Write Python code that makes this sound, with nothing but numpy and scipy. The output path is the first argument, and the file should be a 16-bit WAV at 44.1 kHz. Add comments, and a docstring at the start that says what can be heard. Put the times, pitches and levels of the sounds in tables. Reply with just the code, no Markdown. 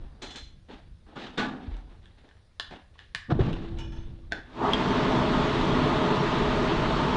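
"""An electric blower roars through the pipe and fire of a coal forge in a tin shed: noise through resonances.
Before it, someone shuffles, knocks something hollow like a can, clinks iron and clicks a gas lighter:
noise strokes and decaying modes. The fuel catches in two thumps, short damped waves, and flutters as
patchy noise. A switch snaps, the blower runs up, the first air makes the fire whoosh and a dry click follows."""
import sys
import numpy as np
from scipy import signal
from scipy.fft import rfft, irfft, next_fast_len
from scipy.io import wavfile
from scipy.ndimage import uniform_filter1d, map_coordinates

SR = 44100
rng = np.random.default_rng(int(sys.argv[2]) if len(sys.argv) > 2 else 0)


def materialize(psi):
    """Save the field psi as 16-bit PCM at rate SR to the path in sys.argv[1].

    A 1-D psi becomes a single channel; in a 2-D psi each row is a channel.
    """
    bounded = np.clip(np.atleast_2d(psi).T, -1, 1)
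    quanta = np.round(bounded * 32767).astype(np.int16)
    wavfile.write(sys.argv[1], SR, quanta)


def ratio_of_db(decibels):
    """Turn decibels (scalar or array-like) into linear amplitude factors; 0 dB maps to 1."""
    return 10 ** (np.asarray(decibels, float) / 20)


N = 315756
TIME = np.arange(N) / SR  # s


def unit(x):
    """Normalisation: scale to an rms of 1."""
    return x / np.sqrt(np.mean(x ** 2) + 1e-20)


def along(points, hz):
    """Logarithmic pitch: interpolate (Hz, value) points on a log frequency axis."""
    point_hz, value = np.transpose(points)
    return np.interp(np.log(hz + 1), np.log(point_hz + 1), value)


def wobble(rate):
    """Band-limited fluctuation: a smooth random curve with rate knots a second."""
    knots = rng.standard_normal(int(N * rate / SR) + 4)
    return map_coordinates(knots, [TIME * rate])


def filtered(x, response):
    """Linear filtering: multiply the spectrum by a response given as a function of frequency."""
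    size = 2 * next_fast_len(len(x) // 2 + 4096)
    return irfft(rfft(x, size) * response(np.fft.rfftfreq(size, 1 / SR)), size)[:len(x)]


def rush(spectrum, patchy_db):
    """Turbulence: coloured noise of rms 1 whose gain varies in patches of time and frequency."""
    bins = signal.stft(rng.standard_normal(N), nperseg=512)[2]
    field = uniform_filter1d(rng.standard_normal(bins.shape), 5, 0)
    field = uniform_filter1d(field, 8, 1)
    patchy = signal.istft(bins * ratio_of_db(patchy_db * unit(field)), nperseg=512)[1][:N]
    return unit(filtered(patchy, lambda hz: ratio_of_db(along(spectrum, hz))))


def swell(s, rise, hold, t60):
    """Envelope: a linear rise, a hold, then exponential decay; all times in seconds."""
    gain, start = np.zeros(N), round(s * SR)
    t = np.arange(min(N - start, round((rise + hold + 1.5 * t60) * SR))) / SR
    fade_db = -60 * np.clip(t - rise - hold, 0, None) / t60
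    gain[start:][:len(t)] = np.clip(t / rise, 0, 1) * ratio_of_db(fade_db)
    return gain


def run_up(half, tau):
    """Logistic growth: an S-shaped rise from 0 to 1, with half-way time and time constant in seconds."""
    return (1 + np.tanh((TIME - half) / (2 * tau))) / 2


# colour of the contact noise: pitch_hz, level_db (per Hz)
CRACK_COLOUR = [(120, -38.5), (400, -16), (1070, -9), (1700, -3), (2600, 0), (3500, 1.5), (5000, 0),
                (7000, 3), (10000, 4), (14000, -2)]
# reverberation of the shed: pitch_hz, t60_s
SHED_DECAY = [(200, 0.42), (600, 0.29), (1500, 0.49), (4000, 0.36), (10000, 0.27)]
# first echoes from the walls: delay_s, level_db
WALL_ECHOES = [(.0045, -12), (.009, -10), (0.0137, -18)]


def strike(s, db, modes, crack_db, crack_t60, rattle, room_db):
    """Modal impact: damped modes and contact noise, convolved with the room's impulse response."""
    longest = np.clip(max(crack_t60, *[t60 for _, _, t60 in modes]), .03, .5)
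    t = np.arange(round(longest * SR)) / SR
    ring = np.zeros(len(t))
    for hz, level, t60 in modes:
        blur = rattle * np.cumsum(rng.standard_normal(len(t)))  # loose contact blurs the line
        decay = ratio_of_db(level + rng.normal(0, 2.5) - 60 * t / min(t60, .8))
        ring += decay * np.sin(2 * np.pi * hz * t + blur)
    grit = rng.standard_normal(len(t))
    grit[round(.0004 * SR)] += 8  # the first contact is one sharp spike
    crack = unit(filtered(grit, lambda hz: ratio_of_db(along(CRACK_COLOUR, hz))))
    crack = crack * ratio_of_db(crack_db - 60 * t / crack_t60)
    blow = ratio_of_db(db) * (ring + crack) * (1 - np.exp(-t / 0.00047))

    hz, frames, bins = signal.stft(rng.standard_normal(SR // 2), SR, nperseg=256)
    tail = signal.istft(bins * ratio_of_db(-60 * frames / along(SHED_DECAY, hz)[:, None]), SR, nperseg=256)[1]
    answer = np.pad(ratio_of_db(room_db) * tail / np.linalg.norm(tail), (round(.006 * SR), 0))
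    answer[0] = 1  # direct sound
    for delay, wall_db in WALL_ECHOES:
        answer[round(delay * SR)] += ratio_of_db(wall_db)
    out = np.zeros(N + SR)
    out[round(s * SR):][:SR // 2] = signal.fftconvolve(blow, answer)[:SR // 2]
    return out[:N]


# resonances of air pipe and fire pot: pitch_hz, width_hz, level_db
PIPE_RESONANCES = [(145.6, 6.9, 7), (192.5, 14, -1), (250.4, 8.5, 10), (335.4, 5.2, 8.5), (420, 19.4, 7.5),
                   (520, 20, -6.5), (587, 13, 0.5), (632, 11.5, 13), (700, 10, 0), (892, 24.5, 5.5),
                   (990, 52, -8), (1072, 105, 0), (1242, 37, -0.5), (1432, 29, -4)]
# colour of the air before the pipe: pitch_hz, level_db (per Hz)
ROAR_COLOUR = [(53, -54), (90, 0), (140, -1.5), (416, -6), (532, -14), (906, -10), (2000, -15), (2600, -58),
               (4400, -120)]
# colour of the jet through the coal: pitch_hz, level_db (per Hz)
HISS_COLOUR = [(700, -56.5), (1200, -2), (1700, 4.5), (2600, 2), (3400, 3), (5000, -5), (12000, -11)]
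# the fire flares in the first air, then sags before it settles: centre_s, width_s, level_db
FLARES = [(4.655, 0.044, 3.5), (4.76, 0.065, -2.5)]


def pipe_response(hz):
    """Resonance: direct air plus one second-order peak per mode of pipe and pot."""
    gain = 0.23
    for centre, width, db in PIPE_RESONANCES:
        gain = gain + ratio_of_db(db) * width * hz / np.abs(centre ** 2 - hz ** 2 + 1j * hz * width)
    return gain


def blower():
    """Forced turbulence: air excites the pipe resonances, the jet hisses through coal, the motor whines."""
    flare_db = sum(db * np.exp(-((TIME - s) / width) ** 2) for s, width, db in FLARES)
    roar = ratio_of_db(-24.5 + flare_db + .6 * wobble(4)) * run_up(half=4.637, tau=0.041)
    hiss = ratio_of_db(-35) * run_up(half=4.66, tau=0.056)
    gust = wobble(30)  # shared by air and jet
    air = unit(filtered(ratio_of_db(0.24 * gust) * rush(ROAR_COLOUR, patchy_db=0.5), pipe_response))
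    jet = unit(ratio_of_db(0.11 * gust) * rush(HISS_COLOUR, patchy_db=1.3))
    whine_hz = 4386 + 4 * wobble(5.6)
    whine = ratio_of_db(-53 + 1.5 * wobble(6.7)) * np.sin(2 * np.pi * np.cumsum(whine_hz) / SR)
    return roar * air + hiss * jet + whine * hiss / hiss.max()  # the whine rises with the jet


# colour of the flare-up: pitch_hz, level_db (per Hz)
WHOOSH_COLOUR = [(400, -35), (650, -1.5), (900, 2.5), (1250, -3), (1800, -35)]


def whoosh():
    """Rapid combustion: vapour swept up by the first air burns off in one bright gust of noise."""
    centre_s, width_s = 4.66, 0.054
    gust = np.exp(-((TIME - centre_s) / width_s) ** 2)
    return ratio_of_db(-27) * gust * rush(WHOOSH_COLOUR, patchy_db=0.5)


# colour of the flapping flame: pitch_hz, level_db (per Hz)
FLUTTER_COLOUR = [(53, -18.5), (90, -1), (243, -4), (294, -10.5), (334, -14.5), (375, -13.5), (900, -29),
                  (1170, -24.5), (1980, -120)]
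# the vapour catches in two puffs: start_s, level_db
CATCHING_PUFFS = [(3.283, -30), (3.39, -29)]
LIT_S, LIT_RISE_S = 3.3, 0.073  # the loose flame lights


def flame():
    """Unsteady combustion: the loose flame flaps as noise and makes the air pipe sing one note."""
    flutter = ratio_of_db(-43.5) * swell(LIT_S, LIT_RISE_S, hold=0.43, t60=2.1)
    for s, db in CATCHING_PUFFS:
        flutter = flutter + ratio_of_db(db) * swell(s, rise=0.016, hold=0.058, t60=0.41)
    flapping = unit(ratio_of_db(1.3 * wobble(25)) * rush(FLUTTER_COLOUR, patchy_db=3.5))
    song = ratio_of_db(-43.5) * swell(LIT_S, LIT_RISE_S, hold=0.32, t60=1.9)
    note_hz = 333 + 1.5 * wobble(11.0)
    note = np.sqrt(2) * np.sin(2 * np.pi * np.cumsum(note_hz) / SR)  # rms 1
    return flutter * flapping + song * note


# sudden pushes of air: start_s, level_db, pitch_hz, length_cycles (until about 20 dB down)
AIR_PUSHES = [(1.678, -20.5, 72.3, 2.2), (1.712, -24.5, 42.1, 5.6), (2.712, -43, 150, 5.3),
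              (3.15, -38.5, 147, 4.3), (3.296, -18, 236, 2.9), (3.322, -6.5, 138, 2.85),
              (3.391, -15, 373, 8.2), (3.4032, 0.5, 98, 1.18), (3.418, -17, 105, 2.9),
              (3.464, -20, 196, 4.4)]


def thumps():
    """Damped oscillation: igniting vapour or a heavy step shoves the air for a few cycles."""
    out, t = np.zeros(N + SR), np.arange(SR // 2) / SR
    for s, db, hz, cycles in AIR_PUSHES:
        phase = t * hz  # cycles
        envelope = (1 - np.exp(-3 * phase)) * np.exp(-2.3 * phase / cycles)
        out[round(s * SR):][:len(t)] -= ratio_of_db(db) * np.sin(2 * np.pi * phase) * envelope
    return out[:N]


# modes of the blower switch: pitch_hz, level_db, t60_s
TOGGLE_MODES = [(695, -6, 0.032), (950, -15, 0.013), (1550, 3.5, 0.019), (2780, -9.5, 0.012),
                (3500, -4.5, 0.017), (4240, -1, 0.0093), (5300, 0, 0.0053)]


def switch():
    """Impact excitation: the toggle slams home and rings the short modes of its box."""
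    return strike(4.3214, -20.5, TOGGLE_MODES, crack_db=5.5, crack_t60=0.0037, rattle=0.056, room_db=-7.5)


# modes of the second click: pitch_hz, level_db, t60_s
CLICK_MODES = [(1700, -12, .01), (3250, 3, 0.018), (3900, -9, .008), (5100, 0.5, .008)]


def click():
    """Heavily damped modes: a dry, high click after the switch, perhaps its release or a loose part."""
    return strike(4.7342, -14, CLICK_MODES, crack_db=1.5, crack_t60=0.0039, rattle=0.05, room_db=-17)


# lighter and small handling snaps: start_s, level_db, pitch_hz (reference for the plastic modes),
# overtone_db, crack_db (about the usual strength)
LIGHTER_SNAPS = [(1.768, -48, 1230, -7, 7), (2.057, -54, 1750, 11.5, 8), (2.2894, -51.5, 1810, 3, -5),
                 (2.3118, -50, 1704, -23, -11), (2.3687, -57, 1710, -18, -8), (2.598, -17.5, 1743, 2, -1),
                 (2.711, -35, 820, -2, -8), (2.724, -35, 910, 5, -10), (2.738, -37.5, 840, -1, -8),
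                 (2.956, -52, 1070, -10, -9), (2.991, -40.5, 1730, 5, 0), (3.1485, -18, 1716, -17, 5),
                 (3.406, -34.5, 1700, 2, 2), (3.5304, -39, 1470, 11.5, 7.5)]
# modes of the plastic housing: ratio (multiple of the pitch), level_db, t60_s
PLASTIC_MODES = [(.42, -20, .01), (.7, -7.5, .01), (.9, -15.5, 0.016), (1.002, 3.5, 0.015),
                 (1.75, -2, 0.0093), (2.25, -11.5, 0.0083), (1.45, -8.5, .008), (2.95, -6.5, 0.0088)]


def snaps():
    """Released strain energy: a spring lets go and rings a small, heavily damped plastic housing."""
    out = np.zeros(N)
    for s, db, hz, overtone_db, crack_db in LIGHTER_SNAPS:
        modes = [(ratio * hz, level, t60) for ratio, level, t60 in PLASTIC_MODES]
        modes.append((1.93 * hz, overtone_db, .009))
        out += strike(s, db, modes, crack_db + 5.5, crack_t60=0.0032, rattle=0.077, room_db=-5.5)
    return out


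# iron tools touching: start_s, level_db (ring), crack_db (scrape over ring), part (0 rod, 1 plate)
IRON_CLINKS = [(0.2207, -53, 16, 0), (0.249, -60, 13, 0), (.306, -58, 19, 0), (.358, -52.5, 20, 0),
               (0.431, -67, 12, 0), (3.786, -52, 13, 1), (3.801, -72, 6, 1), (3.92, -62, 10, 1),
               (3.96, -64, 3, 1)]
# modes of the iron rod: pitch_hz, level_db, t60_s
ROD_MODES = [(3720, 0, 0.23), (3060, 6, 0.1), (3430, 7.5, 0.17), (4129, 8.5, 0.24), (4900, 1, 0.17),
             (5430, 2.5, 0.22), (6115, 9.5, 0.18), (6830, 11, 0.17), (7600, 7, .18), (8700, 1, .2),
             (9300, 2, .2)]
# modes of the iron plate: pitch_hz, level_db, t60_s
PLATE_MODES = [(890, 5.5, 0.24), (1387, -2, 0.28), (1700, 1, 0.24), (2270, -11, .3), (2440, -4, .3),
               (2956, 2, 0.22), (3460, 0, 0.43), (4600, -5, 0.2), (5383, 1, 0.39), (6207, 3.5, 0.29),
               (11300, 11, .12)]


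def clinks():
    """Lightly damped modes: iron on iron rings in thin high lines under a gritty scrape."""
    out = np.zeros(N)
    for s, db, crack_db, part in IRON_CLINKS:
        modes = [ROD_MODES, PLATE_MODES][round(part)]
        out += strike(s, db, modes, crack_db, crack_t60=0.06, rattle=0.083, room_db=-2.5)
    return out


# faint ringing under two scuffs, then one knock as a close pair: start_s, level_db (ring)
HOLLOW_RINGS = [(1.062, -76), (1.16, -49.5), (1.38, -34.5), (1.399, -36)]
# modes of the hollow, can-like ring: pitch_hz, level_db, t60_s (strike() caps it at 0.8)
HOLLOW_MODES = [(235, -3, 0.93), (262, -4.5, 1), (288.5, -6.5, 0.91), (350, -23, 0.15), (745, -9, 1),
                (842, -3.5, 0.29), (1172, 5, 0.089), (1490, 4, 0.088), (1683, -2.5, .14)]


def hollow_knock():
    """Modal ringing: one hollow, can-like knock near 1.38 s, with faint ringing under the scuffs before it."""
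    return sum(strike(s, db, HOLLOW_MODES, crack_db=2.5, crack_t60=0.016, rattle=0.0724, room_db=1.0)
               for s, db in HOLLOW_RINGS)


# shoes and clothes rubbing, fire spitting: start_s, hold_s, t60_s, hiss_db, body_db
RUB_STROKES = [(0, 0.036, 1.3, -67.5, -56), (0.215, 0.019, 0.59, -46, -45), (0.345, 0.02, 0.23, -47, -48.5),
               (0.682, 0.02, 0.3, -57, -48.5), (0.706, 0.023, 0.39, -52.5, -47.5),
               (1.06, 0.11, .4, -64, -52.5), (1.153, 0.098, 0.55, -49.5, -42),
               (1.181, 0.078, 0.28, -44.5, -46.5), (1.373, 0.018, 0.32, -30.5, -30),
               (1.443, 0.032, 1.3, -66, -44.5), (1.6, .14, 0.54, -59, -54),
               (1.889, 0.033, 0.38, -65.5, -59), (2.012, 0.077, 0.41, -67.5, -64.5),
               (2.169, 0.04, .2, -64, -65), (2.235, 0.025, 0.6, -67.5, -59.5),
               (2.704, 0.026, 0.33, -52, -47), (2.934, 0.037, 0.43, -69, -72),
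               (2.977, 0.037, 0.37, -57.5, -67), (3.297, 0.018, 0.076, -43.5, -25),
               (3.337, 0.029, .3, -56.5, -43), (3.388, 0.018, 0.21, -45, -33.5),
               (3.425, 0.068, 0.45, -46.5, -40), (3.519, 0.11, 0.93, -54, -47.5),
               (3.768, 0.015, 0.44, -54.5, -53), (3.921, 0.043, 1.4, -61, -58),
               (4.309, 0.034, 0.4, -52, -44)]
# colour of the hiss: pitch_hz, level_db (per Hz)
RUSTLE_COLOUR = [(600, -57), (1200, 1.5), (1700, 6.5), (2300, 4), (3700, 5.5), (5000, -3.5), (12000, -11)]
# colour of the body: pitch_hz, level_db (per Hz)
SCUFF_COLOUR = [(88, -48), (150, -1), (255, 4.5), (630, -4.5), (800, -1.5), (1070, -8.5), (1800, -14),
                (2340, -44), (3960, -120)]


def shuffle():
    """Friction noise: each stroke swells, holds and fades in the shed; rubbing comes in uneven grains."""
    hiss_power, body_power = np.zeros(N), np.zeros(N)
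    for s, hold, t60, hiss_db, body_db in RUB_STROKES:
        power = swell(s, 0.0075, hold, t60) ** 2
        hiss_power += ratio_of_db(hiss_db) ** 2 * power
        body_power += ratio_of_db(body_db) ** 2 * power
    grain = ratio_of_db(1.65 * wobble(90))
    hiss = np.sqrt(hiss_power) * unit(grain * rush(RUSTLE_COLOUR, patchy_db=1.2))
    body = np.sqrt(body_power) * unit(grain * rush(SCUFF_COLOUR, patchy_db=1))
    return hiss + body


# low air pressure in the shed while someone walks about: time_s, level_db
STIRRED_AIR = [(0, -43), (0.46, -50.5), (0.9, -52), (1.65, -54), (1.85, -50), (2.3, -55.5), (3.2, -56),
               (7.16, -59.5)]
# colour of the low air movement: pitch_hz, level_db (per Hz)
LOW_COLOUR = [(8.8, -19), (15, 4.5), (70, 1), (244, -17), (288, -39.5), (330, -17), (400, -41.5),
              (520, -61), (880, -120)]


def rumble():
    """Low-frequency pressure: walking, the heaving flame and the blast move air below the pitch range."""
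    stir_s, stir_db = np.transpose(STIRRED_AIR)
    stir = ratio_of_db(np.interp(TIME, stir_s, stir_db, -120, -120))
    heave = ratio_of_db(-35) * swell(LIT_S, LIT_RISE_S, hold=0.72, t60=1)
    blast = ratio_of_db(-36) * run_up(half=4.58, tau=0.029)
    return (stir + heave + blast) * unit(ratio_of_db(2.4 * wobble(6)) * rush(LOW_COLOUR, patchy_db=1.5))


# colour of the quiet background: pitch_hz, level_db (per Hz)
QUIET_COLOUR = [(47, -28), (80, 0), (170, -23.5), (330, -24.5), (550, -26), (800, -33), (1530, -33.5),
                (2960, -38), (3840, -33.5), (5070, -40), (6500, -46), (8300, -50), (9500, -43),
                (10500, -54.5), (11500, -79.5), (12500, -120)]


def background():
    """Stationary noise floor: faint, mostly low noise at a steady level."""
    return ratio_of_db(-60.5) * rush(QUIET_COLOUR, patchy_db=1.8)


def scene():
    """Superposition: the pressures of all sources in the shed add."""
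    fire = blower() + whoosh() + flame() + thumps()
    handling = switch() + click() + snaps() + clinks() + hollow_knock() + shuffle()
    return (fire + handling + rumble())[None]


def causal(points):
    """Minimum phase: a response with these (Hz, dB) gains that never sounds before its cause."""
    def response(hz):
        cepstrum = irfft(np.log(ratio_of_db(along(points, hz))))
        half = len(cepstrum) // 2
        folded = np.r_[cepstrum[0], 2 * cepstrum[1:half], np.zeros(len(cepstrum) - half)]
        return np.exp(rfft(folded))
    return response


# treble loss of the housed microphone: pitch_hz, level_db
MICROPHONE_RESPONSE = [(3700, 0), (5000, -5), (7000, -11.5), (8500, -18), (10000, -30), (12000, -40.5),
                       (16000, -69.5)]


def microphone(sound):
    """Low-pass transduction: the housed microphone dulls the treble."""
    return filtered(sound, causal(MICROPHONE_RESPONSE))


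def low_pass(x):
    """Removes everything above the highest recorded frequency."""
    return signal.sosfilt(signal.butter(12, 12016, fs=SR, output="sos"), x)


def record(dry):
    """Saturation: the input stage flattens the tallest peaks of microphone sound and background."""
    heard = microphone(dry[0]) + background()
    ceiling = .25
    flattened = heard / (1 + np.abs(heard / ceiling) ** 8) ** (1 / 8)
    return low_pass(flattened[None])


dry = scene()
out = record(dry)
materialize(out)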